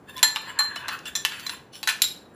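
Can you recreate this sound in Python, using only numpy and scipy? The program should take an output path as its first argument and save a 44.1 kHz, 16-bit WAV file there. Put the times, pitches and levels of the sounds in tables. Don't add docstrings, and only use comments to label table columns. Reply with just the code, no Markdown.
import sys
import numpy as np
from scipy import signal
from scipy.fft import rfft, irfft, next_fast_len
from scipy.io import wavfile
from scipy.ndimage import uniform_filter1d, map_coordinates

SR = 44100
rng = np.random.default_rng(int(sys.argv[2]) if len(sys.argv) > 2 else 0)


def file_out(sig):
    cols = np.atleast_2d(sig).T
    lim = np.clip(cols, -1, 1)
    pcm = np.round(lim * 32767).astype(np.int16)
    wavfile.write(sys.argv[1], SR, pcm)


def volts_from_decibels(level):
    exponent = np.asarray(level, float) / 20
    return 10 ** exponent


N = 103635
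LOWEST_HZ = 835


def unit(x):
    return x / np.sqrt(np.mean(x ** 2) + 1e-20)


def along(points, hz):
    f, v = np.transpose(points)
    return np.interp(np.log(hz + 1), np.log(f + 1), v)


def wobble(rate_hz, size=N):
    knots = rng.standard_normal(int(size * rate_hz / SR) + 4)
    return map_coordinates(knots, [np.arange(size) * rate_hz / SR])


def filtered(x, response):
    m = next_fast_len(x.shape[-1] + 8192)
    spectrum = rfft(x, m) * response(np.fft.rfftfreq(m, 1 / SR))
    return irfft(spectrum, m)[..., :x.shape[-1]]


def shaped(x, points):
    return filtered(x, lambda f: volts_from_decibels(along(points, f)))


def above(low_hz):
    return lambda f: (-f * f / (low_hz ** 2 - f * f + 1.3j * f * low_hz)) ** 3


def resonances(peaks):
    def response(f):
        total = 0
        for k, (centre_hz, width_hz, db) in enumerate(peaks):
            damping = 1j * f * width_hz
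            total = total + (-1) ** k * volts_from_decibels(db) * damping / (centre_hz * centre_hz - f * f + damping)
        return total
    return response


def ring(modes, lift_db, longer, t, slosh_db=0):
    hz, db, t60_s = np.transpose(modes)[:, :, None]
    shake = 0
    if slosh_db:
        shake = np.array([wobble(70, size=len(t)) for _ in hz])
    decay_db = 60 * t / np.clip(t60_s * longer, .01, .6)
    level_db = db + lift_db[:, None] + slosh_db * shake - decay_db
    x = (volts_from_decibels(level_db) * np.sin(2 * np.pi * hz * t)).sum(0)
    return x / abs(x).max()


# frequency in Hz, level in dB per Hz.
HUM_SPECTRUM = [(24, -48.5), (40, -11), (209, -5), (363, -7), (751, -12.5), (1180, -17), (4000, -39.5),
                (16000, -51)]


def hum():
    level_db = -51 + 0.73 * wobble(6.85)
    return volts_from_decibels(level_db) * unit(shaped(rng.standard_normal(N), HUM_SPECTRUM))


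# frequency in Hz, t60 in seconds.
KITCHEN_T60 = [(500, 0.48), (2000, 0.37), (6000, 0.33), (12000, 0.29)]


def kitchen(x):
    room_db, delay_s = -8, 0.0054
    hz, t, z = signal.stft(rng.standard_normal(SR // 2), SR, nperseg=256)
    fade = volts_from_decibels(-60 * t / along(KITCHEN_T60, hz)[:, None])
    tail = signal.istft(z * fade, SR, nperseg=256)[1]
    tail = np.pad(tail / np.linalg.norm(tail), (round(delay_s * SR), 0))
    return x + volts_from_decibels(room_db) * signal.fftconvolve(x, tail)[:len(x)]


# centre in Hz, width in Hz, level in dB.
RASP_PEAKS = [(1080, 400, -9.5), (1740, 34, 7), (2480, 360, -13.5), (2770, 49, -3.5), (2950, 48, -23),
              (3550, 45, -0.5), (4260, 91, -15.5), (4630, 150, -12), (5330, 90, -22.5), (6170, 30, -13),
              (7360, 100, -8.5), (9460, 430, -22), (10300, 110, -16), (13800, 300, -24)]


def rasp(grit):
    drift_share, flicker_db, shifts_per_s = .008, 5, 14
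    hz, t, z = signal.stft(grit, SR, nperseg=1024)
    knots = rng.standard_normal((2, len(RASP_PEAKS), int(N / SR * shifts_per_s) + 2))
    drift, flicker = [[np.interp(t * shifts_per_s, np.arange(len(k)), k) for k in rows] for rows in knots]
    peaks = []
    for (centre_hz, width_hz, db), d, g in zip(RASP_PEAKS, drift, flicker):
        peaks.append((centre_hz * (1 + drift_share * d), width_hz, db + flicker_db * g))
    return signal.istft(z * resonances(peaks)(hz[:, None]), SR, nperseg=1024)[1][:N]


# frequency in Hz, level in dB per Hz.
BED_SPECTRUM = [(410, -53), (700, -27.5), (1700, 22.5), (2200, 2.5), (2770, 13), (8210, -25.5),
                (13900, -33.5), (16000, -43)]
# centre in Hz, width in Hz, level in dB.
BOTTOM_PEAKS = [(932, 19, 5.5), (1068, 52, 4)]
# time in seconds, pressure in dB, brightness in dB per octave,
# share of the bottom modes in dB.
BOTTOM_STROKES = [(.06, -79, 1, -12), (.097, -51.5, 5, 9), (0.124, -65.5, 6.5, 7), (.19, -53.5, 5, 9.5),
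                  (.39, -56, -5, -6.5), (.5, -44, 2, 6.5), (.55, -55.5, -1, 5), (.58, -54.5, -11, -10),
                  (.79, -48.5, 0.5, -1.5), (.86, -44.5, -7.5, 0), (.93, -39, 2, -22), (1.03, -67, -0.5, -6),
                  (1.085, -41, 3, -20), (1.14, -65, -3, -23), (1.328, -45, 1.5, -14.5), (1.45, -50, 5.5, 1),
                  (1.541, -46.5, 2.5, 6), (1.63, -73.5, -7.5, -7.5)]
WALL_SWIPE = [
    (1.715, -80, 5.2, -13),
    (1.733, -41.5, 1.6, -22),
    (1.765, -39, 1.7, -21),
    (1.8, -50, 2.4, -19),
    (1.87, -72.5, 3.8, -23.5),
]


def scrape(strokes, low_hz):
    grit_per_s, grit_db, bed_db, fizz_db, fizz_hz = 3200, 0.5, 2, -13, 4500
    patchy_db, judder_db, judder_hz = 3, 1.8, 39.95
    s, pressure_db, tilt_db, bottom_db = np.transpose(strokes)
    time_s = np.arange(N) / SR

    grains = (rng.random(N) < grit_per_s / SR) * rng.standard_normal(N)
    grains = grains * volts_from_decibels(grit_db * rng.exponential(size=N))
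    grit = unit(grains) + rng.standard_normal(N)

    tone = unit(rasp(grit))
    tone = tone + volts_from_decibels(fizz_db) * unit(filtered(grit, above(fizz_hz)))
    tone = tone + volts_from_decibels(bed_db) * unit(shaped(grit, BED_SPECTRUM))
    bottom = unit(filtered(grit, resonances(BOTTOM_PEAKS)))
    tone = tone + volts_from_decibels(np.interp(time_s, s, bottom_db)) * bottom

    hz, t, z = signal.stft(filtered(tone, above(low_hz)), SR, nperseg=512)
    patches = uniform_filter1d(uniform_filter1d(rng.standard_normal(z.shape), 5, 0), 8, 1)
    bright_db = np.outer(np.log2((hz + 300) / 3000), np.interp(t, s, tilt_db))
    z = z * volts_from_decibels(patchy_db * unit(patches) + bright_db)
    tone = signal.istft(z, SR, nperseg=512)[1][:N]
    level_db = np.interp(time_s, s, pressure_db) + judder_db * wobble(judder_hz)
    return kitchen(tone * volts_from_decibels(level_db))


# middle in seconds, peak in dB, pitch in Hz, length in seconds.
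SLIP_EVENTS = [(0.099, -45, 1740, .04), (0.097, -46.5, 2730, 0.023), (0.099, -44.5, 3596, 0.025),
               (0.186, -36.5, 1030, 0.034), (0.174, -36, 3460, .025), (.175, -56, 11900, .02),
               (1.4693, -25, 4050, 0.0085), (0.504, -42, 2950, 0.028), (0.78, -33, 2950, 0.021),
               (0.938, -37, 2600, .035), (1.072, -36.5, 2750, 0.03), (1.388, -62, 10300, .06),
               (1.519, -45.5, 11000, 0.049), (1.751, -48.5, 2950, 0.041), (1.751, -49, 5560, 0.035),
               (2.348, -61, 10500, 0.013)]


def slips():
    width_share, rise_share = .035, .012
    out, t = np.zeros(N), np.arange(N) / SR
    for s, db, hz, length_s in SLIP_EVENTS:
        u = np.clip((t - s) / length_s, -3, 3)
        phase = 2 * np.pi * np.cumsum(hz * (1 + rise_share * u)) / SR
        band = wobble(width_share * hz) * np.cos(phase)
        band = band + wobble(width_share * hz) * np.sin(phase)
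        out += volts_from_decibels(db) * np.exp(-4 * u ** 2) * band
    return kitchen(out)


# frequency in Hz, level in dB, t60 in seconds.
SPOON_MODES = [(946, -10.5, 0.035), (1096, -4.5, 0.034), (1500, -6.5, 0.037), (1751, -3, 0.085),
               (2423, -11, 0.02), (2750, 0, 0.027), (2950, -8.5, 0.046), (3450, -5.5, 0.079),
               (4032, 12, 0.015), (4580, -3.5, 0.027), (5390, 5, 0.014), (5940, 3, 0.0083),
               (7240, -0.5, 0.018), (10300, -8.5, 0.09)]
# frequency in Hz, level in dB per Hz.
CRACK_SPECTRUM = [(700, -1), (1500, -1.5), (3000, 0.5), (6000, -2.5), (8500, -11.5), (11000, -6),
                  (15500, -16), (17000, -33.5)]
# start in seconds, peak in dB, loudest frequency in Hz,
# brightness in dB per octave, chatter length in seconds.
WALL_KNOCKS = [(.1666, -29, 3450, 13, 0.0044), (0.172, -27, 3450, 1, 0.0086),
               (.18, -24, 2600, -1.5, 0.0068), (0.192, -24.5, 2600, 0, 0.0074), (.229, -3, 3330, 3, 0.002),
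               (0.2322, -4.5, 3700, -3, 0.013), (0.352, -30, 2480, 5, 0.0071),
               (.360, -7.5, 2700, -5, 0.013), (0.592, -10.5, 1980, -9.5, 0.024),
               (0.7613, -17.5, 2600, -4.5, 0.012), (0.883, -14.5, 1730, -4.5, 0.0058),
               (0.888, -12.5, 2560, -8, 0.0051), (0.895, -21, 2300, -6.5, .005),
               (.94, -33, 1600, -6.5, 0.0061), (0.915, -45, 1630, -4, 0.026),
               (0.99, -27, 2500, -3.5, 0.0042), (1.056, -23, 2780, -4, 0.024), (1.153, -15, 6100, 1, 0.024),
               (1.25, -5, 2700, -3.5, 0.0048), (1.255, -16.5, 4400, -1.5, 0.012),
               (1.321, -25, 2900, -4, .006), (1.397, -27.5, 4600, 1.5, 0.012),
               (1.465, -22.5, 1700, -8, 0.0056), (1.467, -22, 6080, 2, 0.011),
               (1.4952, -16, 5420, -1.5, 0.0072), (1.733, -37.5, 3500, -4, 0.0092),
               (1.755, -31.5, 4300, -0.5, 0.0048), (1.83, -18, 1500, -0.5, 0.012),
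               (1.8743, -7, 1500, -5, 0.013), (1.878, -9.5, 1104, -1.5, 0.028),
               (1.889, -11, 3000, -0.5, 0.015), (1.896, -12, 1700, -1.5, 0.018),
               (2.019, -6, 4640, 5.5, 0.0045), (2.023, -8, 4160, 5.5, 0.015), (2.04, -19, 4180, 1.5, 0.016),
               (0.759, -19.5, 1000, -9, .012), (.417, -37, 13500, 5, .008)]


def knocks():
    crack_t60_s, crack_db, scatter_db = 0.0053, 2.5, 1
    chatter_per_s, chatter_db, focus_db, focus_octaves = 2600, -9, 5, .45
    out, t = np.zeros(N + SR), np.arange(SR // 2) / SR
    for s, db, focus_hz, tilt_db, length_s in WALL_KNOCKS:
        def colour_db(f):
            octaves_off = np.log2((f + 1) / focus_hz)
            focus = focus_db * np.exp(-(octaves_off / focus_octaves) ** 2)
            return tilt_db * np.log2((f + 1) / 3000) + focus

        def crack_response(f):
            return volts_from_decibels(along(CRACK_SPECTRUM, f) + colour_db(np.maximum(f, LOWEST_HZ)))

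        puff = rng.standard_normal(len(t))
        crack = volts_from_decibels(-60 * t / crack_t60_s) * filtered(puff, crack_response)
        lift_db = colour_db(np.transpose(SPOON_MODES)[0])
        lift_db = lift_db + scatter_db * rng.standard_normal(len(SPOON_MODES))
        contact = ring(SPOON_MODES, lift_db, 0.91, t) + volts_from_decibels(crack_db) * crack / abs(crack).max()

        fade = 1 / (1 + (t / np.clip(length_s, .002, .1)) ** 4)
        chance, strength = rng.random((2, len(t)))
        hits = (chance < chatter_per_s / SR) * (2 * strength - 1)
        train = hits * volts_from_decibels(chatter_db) * fade
        train[0] = 1
        blow = signal.fftconvolve(train, contact)[:len(t)]
        out[round(s * SR):][:len(t)] += volts_from_decibels(db - 1.5) * kitchen(blow)
    return filtered(out[:N], above(LOWEST_HZ))


RIM_MODE_HZ = [1752, 4148, 7334, 11268, 13720, 7322, 11255, 4143]
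HELD_MODE_HZ = [1776, 4081, 3418, 5787, 7009, 7300, 10280, 13860]
TILTED_MODE_HZ = [3741, 3833, 4113, 5324, 7311, 7445, 8113, 9625, 11260, 11990]
# level in dB, t60 in seconds.
RIM_MODES = [(-1.5, 0.36), (-9, 0.32), (6, 0.045), (-3, 0.068), (-26, .05), (-12, 0.23), (-21, 0.18),
             (-10.5, .4)]
HELD_MODES = [(-13, 0.16), (-1, 0.067), (-10, 0.1), (-22, 0.046), (-16, 0.051), (-0.5, 0.062), (-11, 0.046),
              (-23.5, .05)]
TILTED_MODES = [(-2, 0.11), (0, 0.24), (-1.5, 0.16), (-10.5, .08), (1.5, .17), (-1.5, .15), (-15, 0.1),
                (-12, .09), (-7, 0.15), (-22, .08)]
# start in seconds, peak in dB, brightness in dB per octave,
# ring length factor, extra level of the second mode in dB.
FREE_CLINKS = [
    (.229, -2.5, 2, 1.43, 7),
    (.589, -6.5, 0.5, 0.88, 14),
]
LEANING_CLINKS = [
    (0.881, -22, 0, 0.94, 3.5),
    (1.154, -12.5, 0, 1, 2.5),
    (1.161, -16.5, 2.9, 0.63, 2),
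    (1.4665, -25, 0, 0.96, -5),
]
TILTED_CLINKS = [
    (1.874, -25, -1.8, 1, 0.14),
    (2.019, -2.5, -1.1, 0.5, 0.0011),
    (2.041, -9.5, -0.64, 0.31, 2),
]


def clinks():
    swell_s, slosh_db, tilted_slosh_db = 0.0008, 1.2, 6
    out, t = np.zeros(N + SR), np.arange(SR // 2) / SR
    states = ((FREE_CLINKS, RIM_MODE_HZ, RIM_MODES, slosh_db),
              (LEANING_CLINKS, HELD_MODE_HZ, HELD_MODES, tilted_slosh_db),
              (TILTED_CLINKS, TILTED_MODE_HZ, TILTED_MODES, tilted_slosh_db))
    for rows, hz, modes, shake_db in states:
        for s, db, tilt_db, longer, second_db in rows:
            lift_db = tilt_db * np.log2(np.array(hz) / 3000)
            lift_db[1] += second_db
            x = ring(np.c_[hz, modes], lift_db, longer, t, shake_db)
            x = x * (1 - np.exp(-t / swell_s))
            out[round(s * SR):][:len(t)] += volts_from_decibels(db) * kitchen(x)
    return out[:N]


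def scene():
    mic_low_hz, swipe_low_hz = 46, 2850
    stirring = scrape(BOTTOM_STROKES, LOWEST_HZ) + scrape(WALL_SWIPE, swipe_low_hz) + slips()
    strikes = clinks() + knocks()
    room = filtered(hum(), above(mic_low_hz))
    return np.tile(strikes + stirring + room, (2, 1))


def top_cut(x):
    return signal.sosfilt(signal.butter(12, 16810, fs=SR, output="sos"), x)


# centre in Hz, width in Hz, level in dB, phase in radians.
PORT_BANDS = [(1944, 710, -14.5, .8), (9500, 1500, -13.5, 2.1), (5000, 1500, -25.5, 1.5),
              (13500, 2000, -37, 2)]


def record(dry):
    ceiling, edge_hz, edge_db, top_hz = 1.3, 15500, -30, 16800

    def port_response(f):
        return sum(volts_from_decibels(db) * np.exp(1j * turn - ((f - centre_hz) / width_hz) ** 2)
                   for centre_hz, width_hz, db, turn in PORT_BANDS)

    side = filtered(dry[0], port_response)
    pair = dry + [side, -side]
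    pair = pair / (1 + abs(pair / ceiling) ** 4) ** (1 / 4)
    pair = filtered(pair, lambda f: (f < top_hz) * volts_from_decibels(edge_db * (f > edge_hz)))
    return top_cut(pair)


dry = scene()
out = record(dry)
file_out(out)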